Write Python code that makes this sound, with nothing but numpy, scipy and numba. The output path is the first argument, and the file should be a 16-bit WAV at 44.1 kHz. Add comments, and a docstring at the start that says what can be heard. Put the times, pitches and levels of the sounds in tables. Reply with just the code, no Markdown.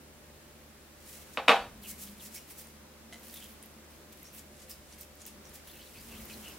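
"""Hands rub softly, then a small glass bowl meets a kitchen counter: a light touch, a knock with bounces.
The rubbing grows, fingers touch a glass dish and pinch sticky mince, and cupped palms roll it at the end.
A fan hum, a wavering hum, deep rumble and room noise last throughout; reflections add a small hard room.
Solids sound as clicks exciting damped modes, skin as friction noise with sticky ticks,
and the air between the palms as a gliding resonance."""
import sys
import numpy as np
from scipy import signal
from scipy.fft import rfft, irfft, next_fast_len
from scipy.io import wavfile
from scipy.ndimage import uniform_filter1d
from numba import njit

SR = 44100
rng = np.random.default_rng(int(sys.argv[2]) if len(sys.argv) > 2 else 0)


def digitize_waveform(pressure):
    """Quantize a signal to 16-bit integers and store it at the path in sys.argv[1].

    Rows of a 2-D input are taken as channels; values are limited to [-1, 1].
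    """
    field = np.atleast_2d(pressure).T
    bounded = np.clip(field, -1, 1)
    quanta = np.round(bounded * 32767).astype(np.int16)
    wavfile.write(sys.argv[1], SR, quanta)


N = 290178


def amp(db):
    """Level: amplitude ratio from decibels."""
    return 10 ** (np.asarray(db) / 20)


def rms_one(x):
    """Normalisation: scale to an rms of 1."""
    return x / np.sqrt(np.mean(x ** 2) + 1e-20)


def in_time(rows):
    """Linear interpolation: each column of a curve table, one value per sample."""
    seconds, *columns = np.transpose(rows)
    return [np.interp(np.arange(N) / SR, seconds, column) for column in columns]


def at_hz(points, hz):
    """Interpolation of a table along a logarithmic frequency axis."""
    table_hz, values = np.array(points).T
    return np.interp(np.log(hz + 1), np.log(table_hz), values)


def drift(rate_hz):
    """Low-pass random process: slow wandering with rms 1, computed at every 40th sample."""
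    step = 40
    r = np.exp(-2 * np.pi * rate_hz * step / SR)
    white = rng.standard_normal(N // step + 2002)
    slow = signal.lfilter([1], [1, -2 * r, r * r], white)[2000:]  # drop the settling
    return np.interp(np.arange(N) / step, np.arange(len(slow)), rms_one(slow))


def ring(clicks, hz, t60):
    """Damped mode: a unit click starts a decaying sine of height 1."""
    r = amp(-60 / (t60 * SR))
    w = 2 * np.pi * hz / SR
    return signal.lfilter([0, np.sin(w)], [1, -2 * r * np.cos(w), r * r], clicks + 1e-18)


def ring_modes(clicks, modes):
    """Modal superposition: damped modes summed with alternating sign."""
    return sum(amp(db) * ring(clicks, hz, t60) * (-1) ** k for k, (hz, db, t60) in enumerate(modes))


def colour(x, spectrum):
    """Spectral shaping: weight each frequency by a table, then scale to rms 1."""
    size = next_fast_len(N)
    gain = amp(at_hz(spectrum, np.fft.rfftfreq(size, 1 / SR)))
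    return rms_one(irfft(rfft(x, size) * gain, size)[..., :N])


def stereo_noise(size, likeness):
    """Partial coherence: mixing mid and side noise sets the left-right likeness by frequency."""
    mid, side = rfft(rng.standard_normal((2, size)))
    alike = np.clip(at_hz(likeness, np.fft.rfftfreq(size, 1 / SR)), -1, 1)
    common = np.sqrt((1 + alike) / 2) * mid
    opposed = np.sqrt((1 - alike) / 2) * side * [[1], [-1]]
    return irfft(common + opposed, size)


@njit
def moving_resonance(x, hz, width_hz, sr):
    """Resonance: a two-pole filter whose centre frequency glides."""
    out = np.zeros(len(x))
    r = np.exp(-np.pi * width_hz / sr)
    for i in range(2, len(x)):
        feedback = 2 * r * np.cos(2 * np.pi * hz[i] / sr) * out[i - 1] - r * r * out[i - 2]
        out[i] = x[i] - x[i - 2] + feedback
    return out


def sharp_pulse(spectrum, size=4096):
    """Minimum phase: the most compact causal pulse with this spectrum, scaled to peak 1."""
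    log_gain = np.log(amp(at_hz(spectrum, np.fft.rfftfreq(size, 1 / SR))))
    cepstrum = irfft(log_gain, size)
    # folding the cepstrum forward in time makes the pulse causal
    cepstrum[1:size // 2] *= 2
    cepstrum[size // 2 + 1:] = 0
    pulse = irfft(np.exp(rfft(cepstrum)), size)
    return pulse / np.abs(pulse).max()


FAN_HZ = 74.1
# Fan harmonics. Each row: multiple of FAN_HZ, typical rms level in dB.
FAN_HARMONICS = [(1, -62.5), (2, -68.5), (3, -69.5), (4, -89), (6, -89), (7, -71.5), (8, -72.5), (16, -88)]


def fan():
    """Harmonic series: sines at multiples of one unsteady frequency, each wavering in level."""
    turn = 2 * np.pi * np.cumsum(FAN_HZ * (1 + 0.001765 * drift(1.0))) / SR
    total = np.zeros(N)
    for k, db in FAN_HARMONICS:
        level = amp(db + 1.17 * min(k, 3) * drift(5.7))
        total += level * np.sqrt(2) * np.sin(k * turn + rng.uniform(0, 2 * np.pi))
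    return total


# Course of a wavering hum. Each row: time in seconds, level in dB, centre in Hz.
HUM_COURSE = [(0, -61.5, 222), (.3, -72, 223), (1.0, -66.5, 216), (1.35, -62, 211), (1.75, -54.5, 212),
              (2.0, -52.5, 203), (2.25, -58, 212), (2.45, -67.5, 215), (3.05, -63, 220), (3.3, -56.5, 231),
              (3.45, -64, 217), (4.4, -64, 215), (5.2, -69, 215), (5.37, -57, 204), (5.6, -66, 212),
              (5.9, -68.5, 216), (6.17, -51.5, 228.4), (6.58, -61, 210)]
HUM_WIDTH_HZ = 14.0


def hum():
    """Narrow-band noise: a sharp resonance of wandering pitch, driven by white noise."""
    level_db, hz = in_time(HUM_COURSE)
    return amp(level_db) * rms_one(moving_resonance(rng.standard_normal(N), hz, HUM_WIDTH_HZ, SR))


# Course of the deep rumble. Each row: time in seconds, level in dB.
RUMBLE_LEVEL = [(0, -72), (.3, -64), (1.3, -74), (1.67, -53.5), (1.9, -59), (2.4, -82), (4.1, -75),
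                (4.84, -61.5), (5.25, -72), (5.7, -79), (5.95, -58), (6.2, -54.5), (6.58, -62)]


def rumble():
    """Band-limited noise: random low-frequency pressure with a drifting level."""
    band = signal.butter(1, [38, 75], "band", fs=SR, output="sos")
    deep = signal.sosfilt(band, rng.standard_normal(N))
    return amp(in_time(RUMBLE_LEVEL)[0]) * rms_one(deep)


# Spectrum of room and microphone noise. Each row: frequency in Hz, relative density in dB per Hz.
AIR_SPECTRUM = [(20, -13), (45, -7.5), (100, -13.5), (200, -12), (330, -7), (450, -11.5), (700, -14),
                (1700, -17.5), (3200, -21.5), (6000, -23.5), (16000, -26)]
# Course of that noise. Each row: time in seconds, level in dB before the common AIR_GAIN_DB.
AIR_COURSE = [(0, -58.5), (1.0, -59), (1.2, -57), (1.8, -58), (2.9, -58), (3.4, -57), (4.0, -58),
              (5.15, -59), (5.5, -56.5), (5.95, -58), (6.2, -54.5), (6.58, -54)]
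# Its stereo coherence. Each row: frequency in Hz, left-right likeness from -1 to 1.
AIR_COHERENCE = [(60, 0.85), (150, 0.36), (380, 0.74), (950, 0.25), (2380, 0.24), (5980, -0.32),
                 (15000, -0.31)]
AIR_GAIN_DB = 3.5


def room_noise():
    """Diffuse noise: broadband, partly coherent between left and right, slowly changing in level."""
    air = colour(stereo_noise(N, AIR_COHERENCE), AIR_SPECTRUM)
    return air * amp(in_time(AIR_COURSE)[0] + AIR_GAIN_DB)


def background():
    """Superposition of the independent background sources."""
    return fan() + hum() + rumble() + room_noise()


# Reverberation by band. Each row: frequency in Hz, decay time t60 in seconds.
ROOM_DECAY = [(150, 0.43), (500, 0.25), (1500, 0.36), (3000, 0.26), (8000, 0.39)]
# Stereo coherence of the reflections. Each row: frequency in Hz, left-right likeness.
ROOM_COHERENCE = [(100, 1), (700, 0.99), (1500, 0.94), (3000, 0.76), (7000, 0.32), (15000, .1)]


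def room(x, build_s=0.0016, early_db=5.5, early_s=0.015):
    """Reverberation: dense reflections die band by band, with an early boost from the nearest surfaces."""
    size = SR // 2
    t = np.arange(size) / SR
    noise = stereo_noise(size, ROOM_COHERENCE)
    lowpassed = [np.zeros_like(noise)]
    for hz in 125 * 2. ** np.arange(8):
        lowpassed.append(signal.sosfiltfilt(signal.butter(2, hz, fs=SR, output="sos"), noise))
    tail = 0
    for k in range(8):
        band = lowpassed[k + 1] - lowpassed[k]
        tail = tail + band * amp(-60 * t / at_hz(ROOM_DECAY, 88 * 2. ** k))
    tail = tail * (1 - np.exp(-t / build_s)) * amp(early_db * np.exp(-t / early_s))
    tail = tail / np.sqrt(np.sum(tail ** 2) / 2)  # unit mean energy per channel
    return signal.fftconvolve(x[None], tail, axes=1)[:, :N]


# Strokes of skin on skin. Each row: peak in seconds, peak level in dB, rise in seconds, fall in seconds,
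# treble share in dB. Rise and fall each span SWELL_DB.
STROKES_OF_SKIN = [(1.111, -50.5, 0.14, 0.27, -2), (1.34, -50, 0.013, 0.022, -5),
                   (1.83, -48.5, 0.023, 0.12, 3), (1.902, -40.5, 0.067, 0.047, -1.5),
                   (2.02, -43, 0.08, 0.11, -1), (2.114, -52.5, 0.12, 0.021, -0.5),
                   (2.228, -48, 0.059, 0.08, 0), (2.268, -46, 0.11, 0.029, -2.5),
                   (2.352, -40.5, 0.04, 0.071, -1.5), (2.512, -43.5, 0.043, 0.041, -0.5),
                   (2.586, -44.5, 0.037, 0.09, -1), (2.67, -59.5, .05, 0.098, -1.5),
                   (3.132, -54, .017, 0.04, -10), (3.276, -52.5, 0.14, .2, -1),
                   (3.34, -49, .08, 0.19, -0.5), (3.446, -52.5, 0.22, 0.074, -1),
                   (3.526, -53.5, 0.12, 0.027, 1), (3.626, -59, .02, .1, -0.5),
                   (3.904, -63.5, .016, .3, -1), (4.128, -53, 0.021, 0.025, -0.5),
                   (4.21, -58, .1, .08, -0.5), (4.272, -61, .1, 0.064, -11), (4.348, -48, 0.02, 0.085, 1),
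                   (4.392, -49.5, 0.079, 0.037, -1.5), (4.634, -57.5, 0.17, 0.042, -8),
                   (4.706, -42.5, 0.024, 0.058, -0.5), (4.94, -59.5, 0.17, 0.041, -9),
                   (5.016, -48.5, 0.05, 0.04, -1.5), (5.224, -55, 0.078, .036, -11),
                   (5.267, -47, 0.016, 0.063, -2), (5.462, -62, 0.071, 0.21, -3.5),
                   (5.554, -49, 0.035, 0.035, -1.5), (5.674, -49.5, .012, 0.11, 3),
                   (6.3, -51, 0.011, 0.035, -3)]
# Unbroken light contact, swelling when the mince is rolled. Each row: time in seconds, hiss level in dB.
LIGHT_CONTACT = [(0, -70), (1.4, -67), (3.0, -73), (4.0, -71.5), (5.55, -71), (5.75, -57), (5.93, -58.5),
                 (6.05, -55), (6.12, -54.5), (6.5, -54), (6.58, -61)]
SWELL_DB, CONTACT_TREBLE_DB = 20, -1


def touch():
    """Energy addition: strokes, even in dB, join the light contact; returns hiss level and treble share in dB."""
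    t = np.arange(N) / SR
    power = amp(in_time(LIGHT_CONTACT)[0]) ** 2
    treble = power * CONTACT_TREBLE_DB  # treble share weighted by power
    for s, peak_db, rise, fall, treble_db in STROKES_OF_SKIN:
        near = slice(max(round((s - 2 * rise) * SR), 0), round((s + 2 * fall) * SR))
        away = np.where(t[near] < s, (s - t[near]) / rise, (t[near] - s) / fall)
        stroke = amp(peak_db - SWELL_DB * away) ** 2
        power[near] += stroke
        treble[near] += stroke * treble_db
    return 10 * np.log10(power), treble / power


# Spectrum of skin friction before its bands are rebalanced. Each row: frequency in Hz, density in dB per Hz.
SKIN_SPECTRUM = [(900, -21), (2000, 0.5), (4000, -2.5), (7000, -2.5), (10000, -0.5), (16000, -0.5)]
# Stereo coherence of the friction hiss. Each row: frequency in Hz, left-right likeness.
SKIN_COHERENCE = [(1500, 0.71), (4000, 0.48), (9000, 0.45), (15000, 0.41)]
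# How much the skin clings. Each row: time in seconds, mean ticks per second.
STICKINESS = [(0, 100), (3.0, 19), (3.2, 320), (3.7, 420), (4.0, 230), (5.6, 200), (5.8, 260), (6.58, 126)]
# dull share at a middling touch; it shrinks by DULL_LOSS of each dB above
DULL_DB, DULL_AT_DB, DULL_LOSS = -9.5, -55, 0.65


def skin():
    """Stick-slip friction: fluctuating hiss with random ticks; its treble and dull parts follow the touch."""
    hiss_db, treble_db = touch()
    dull_db = DULL_DB - DULL_LOSS * np.maximum(hiss_db - DULL_AT_DB, -8.0)
    per_s, = in_time(STICKINESS)
    happens = rng.random(N) < np.maximum(per_s, 0) / SR
    ticks = happens * amp(3.85 * np.minimum(rng.exponential(1, N), 4))
    hiss = stereo_noise(N, SKIN_COHERENCE) * amp(1.66 * drift(60))
    friction = colour(hiss + 3.0 * ticks * rng.choice([-1, 1], N), SKIN_SPECTRUM)
    dull, below_treble = [signal.sosfiltfilt(signal.butter(2, hz, fs=SR, output="sos"), friction)
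                          for hz in (4800, 10000)]
    middle, treble = below_treble - dull, friction - below_treble
    share = np.clip(amp(treble_db), 0, .97)
    # treble and middle trade off by power; the dull part is added
    parts = share * rms_one(treble) + np.sqrt(1 - share ** 2) * rms_one(middle) + amp(dull_db) * rms_one(dull)
    return amp(hiss_db) * parts


# Air hollow between palms or fingers, gliding as it opens or closes. Each row: start in seconds,
# end in seconds, start in Hz, end in Hz, rms level in dB before the swell and fade.
AIR_HOLLOWS = [(1.822, 1.845, 4800, 3650, -56.5), (1.829, 1.878, 3380, 2400, -52.5),
               (1.879, 1.958, 2380, 2020, -60), (2.06, 2.1, 2700, 4600, -59),
               (2.186, 2.228, 4700, 2360, -56.5), (2.228, 2.292, 2500, 1570, -64),
               (2.336, 2.407, 1780, 3070, -56.5), (2.348, 2.392, 5430, 5600, -51.5),
               (2.5, 2.522, 2300, 2100, -58.5), (3.33, 3.404, 3680, 3420, -54.5),
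               (3.398, 3.48, 3130, 3160, -55.5), (4.241, 4.3, 5260, 6440, -56.5),
               (4.69, 4.748, 5440, 4800, -55), (4.919, 4.945, 4400, 4400, -61),
               (5.256, 5.29, 2900, 2680, -57.5), (5.44, 5.483, 6000, 5600, -61),
               (5.67, 5.73, 2850, 4500, -58.5), (5.80, 5.84, 3800, 5000, -60),
               (6.183, 6.243, 2200, 2200, -59), (6.501, 6.543, 5000, 5200, -61),
               (5.715, 5.788, 3000, 2560, -60), (5.777, 5.852, 2800, 3380, -58),
               (5.853, 5.886, 4300, 3530, -59), (5.938, 6.002, 2680, 2250, -57),
               (5.963, 6.018, 4170, 5200, -58), (6.089, 6.17, 3000, 2300, -55),
               (6.145, 6.19, 2410, 3860, -54.5), (6.285, 6.332, 2420, 2520, -52.5),
               (6.317, 6.355, 4180, 4300, -54.5), (6.409, 6.55, 3160, 2600, -53)]
HOLLOW_WIDTH_HZ = 300.0


def hollows():
    """Cavity resonance: friction noise excites the trapped air, gliding in pitch as it swells and fades."""
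    out = np.zeros(N)
    for start, end, start_hz, end_hz, db in AIR_HOLLOWS:
        at, size = round(start * SR), round((end - start) * SR)
        glide = np.geomspace(start_hz, end_hz, size)
        slips, unevenness = rng.standard_normal((2, SR // 4))[:, :size]
        # wet skin slips unevenly: the drive comes in lumps
        drive = slips * amp(25 * uniform_filter1d(unevenness, size=100))
        air = moving_resonance(drive, glide, HOLLOW_WIDTH_HZ, SR)
        out[at:at + size] += amp(db) * rms_one(air) * np.sin(np.linspace(0, np.pi, size))
    return out


# Sticky mince and wet skin letting go. Each row: time in seconds, starting height in dB, pitch in Hz.
RELEASES = [(2.672, -39, 9340), (3.1976, -41, 13000), (3.257, -42, 10100), (3.2704, -37, 13600),
            (3.299, -37, 4780), (3.3104, -41, 12800), (3.3433, -31, 13800), (3.3608, -39, 3350),
            (3.3764, -42, 3660), (3.426, -37, 3260), (3.6278, -33, 10000), (3.636, -38, 9850),
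            (3.6603, -36, 12200), (4.174, -42, 11500), (4.2308, -32, 12700), (4.3321, -40, 13400),
            (4.3942, -32.5, 7240), (4.569, -47, 8150), (4.6954, -37, 13600), (4.7032, -36, 6800),
            (4.7144, -35, 5370), (4.9276, -37, 5970), (4.9886, -37, 13700), (5.011, -27, 13700),
            (5.0144, -37, 13600), (5.155, -40, 14800), (5.218, -35, 6660), (5.254, -32.5, 6850),
            (5.2639, -30, 14000), (5.4545, -40, 6240), (5.495, -42, 10500), (5.5398, -39, 11800),
            (5.6742, -38.5, 3420), (6.2552, -32, 13500), (6.2994, -34, 2750)]
SMACK_T60_S = 0.0028


def smacks():
    """Impulse response: each sudden release is one click ringing for a few ms at its own pitch."""
    out = np.zeros(N)
    for s, peak_db, hz in RELEASES:
        at = round(s * SR)
        pop = amp(peak_db) * ring(signal.unit_impulse(2000), hz, SMACK_T60_S)
        out[at:][:2000] += pop[:N - at]
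    return out


# Fingertips touch the glass dish. Each row: time in seconds, click height in dB.
DISH_TOUCHES = [(3.1265, -43.5), (3.1325, -45), (3.1435, -45), (3.158, -50)]
# Modes of the dish. Each row: frequency in Hz, level in dB relative to the click, t60 in seconds.
DISH_MODES = [(697, -8, 0.052), (2057, 1.5, 0.034), (3100, 3.5, 0.0072), (3900, 0, .005), (9600, -14, .004)]


def dish():
    """Modal response: light taps ring the dish's few damped modes."""
    clicks = np.zeros(N)
    for s, peak_db in DISH_TOUCHES:
        clicks[round(s * SR)] = amp(peak_db)
    return sum(amp(db) * ring(clicks, hz, t60) for hz, db, t60 in DISH_MODES)


# Bowl meets counter. Each row: time in seconds, click level in dB before softening,
# contact low-pass in Hz, extra drive of the ringing in dB.
CONTACTS = [(1.3732, -14.5, 3400, 0.5), (1.4797, -12, 4000, -26), (1.4827, -2.5, 8050, -1),
            (1.4868, -9.5, 1200, 4.5), (1.4899, -21, 8000, -8), (1.4932, -3, 5030, 0.5),
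            (1.4982, -15.5, 5000, 6.5), (1.5047, -15.5, 5000, -11), (1.507, -10, 2000, 0),
            (1.5173, -9, 3980, -0.5)]
# Near sound of a contact. Each row: frequency in Hz, level in dB relative to the click, t60 in seconds.
NEAR_MODES = [(1020, -3, 0.0049), (2390, 2, 0.0043), (2950, -8.5, 0.01), (3705, -11.5, 0.022),
              (8620, -27.5, 0.023)]
# Thud of a contact. Each row: frequency in Hz, relative density in dB per Hz.
THUD_SPECTRUM = [(60, -49), (200, -20), (370, -11.5), (470, 3.5), (800, 4.5), (1300, -2.5), (1800, -6.5),
                 (2500, -3.5), (3100, -5), (3800, -8), (4800, -16), (6500, -22.5), (8700, -23.5),
                 (16000, -24.5)]
# Narrow ringing modes of glass and counter. Each row: frequency in Hz, level in dB relative to
# the click, t60 in seconds.
GLASS_MODES = [(210, -36, .17), (269, -35, .2), (483, -30, .25), (533, -28, .33), (646, -30, .12),
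               (783, -28, .28), (833, -28, .25), (1120, -27, .17), (1362, -30, .2), (1437, -29, .12),
               (1523, -27, .19), (1700, -35, .27), (1814, -34, .22), (2315, -31, .17), (2358, -31, .19),
               (2482, -30, .18), (2611, -31, .18), (3625, -32, .18), (3811, -33, .13), (4097, -40, .19),
               (4465, -40, .2), (4486, -32, .25)]


def bowl():
    """Impact excitation: clicks, duller when soft, give a short knock, a spread thud and ringing modes."""
    clicks = np.zeros((2, N))  # one row drives knock and thud, the other the ringing
    for s, peak_db, soft_hz, ring_db in CONTACTS:
        soften = signal.butter(1, soft_hz, fs=SR, output="sos")
        pulse = signal.sosfilt(soften, signal.unit_impulse(200))
        clicks[:, round(s * SR):][:, :200] += amp([[peak_db], [peak_db + ring_db]]) * pulse
    knock = ring_modes(clicks[0], NEAR_MODES)
    thud = signal.fftconvolve(clicks[0], sharp_pulse(THUD_SPECTRUM))[:N]
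    rings = ring_modes(clicks[1], GLASS_MODES)
    # high-pass: weakens the bass of knock, thud and ringing below about 130 Hz
    return signal.sosfilt(signal.butter(2, 130, "high", fs=SR, output="sos"), [knock, thud, rings])


def scene():
    """Superposition: direct sound of the near sources, their reflections and the background."""
    knock, thud, rings = bowl()
    rub = skin()
    small = hollows() + smacks() + dish()
    wet = room(thud * amp(2.0) + rings * amp(-7.5) + (rub[0] + small) * amp(-9.0))
    direct = knock + thud * amp(-6.0) + rings + rub + small
    return direct + wet + background()


CUTOFF_HZ = 15830


def record(dry):
    """Band limiting: the microphone loses the deepest bass, and the top is cut steeply."""
    dry = signal.sosfilt(signal.butter(3, 38, "high", fs=SR, output="sos"), dry)
    return signal.sosfilt(signal.ellip(14, .5, 75, CUTOFF_HZ, fs=SR, output="sos"), dry)


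dry = scene()
out = record(dry)
digitize_waveform(out)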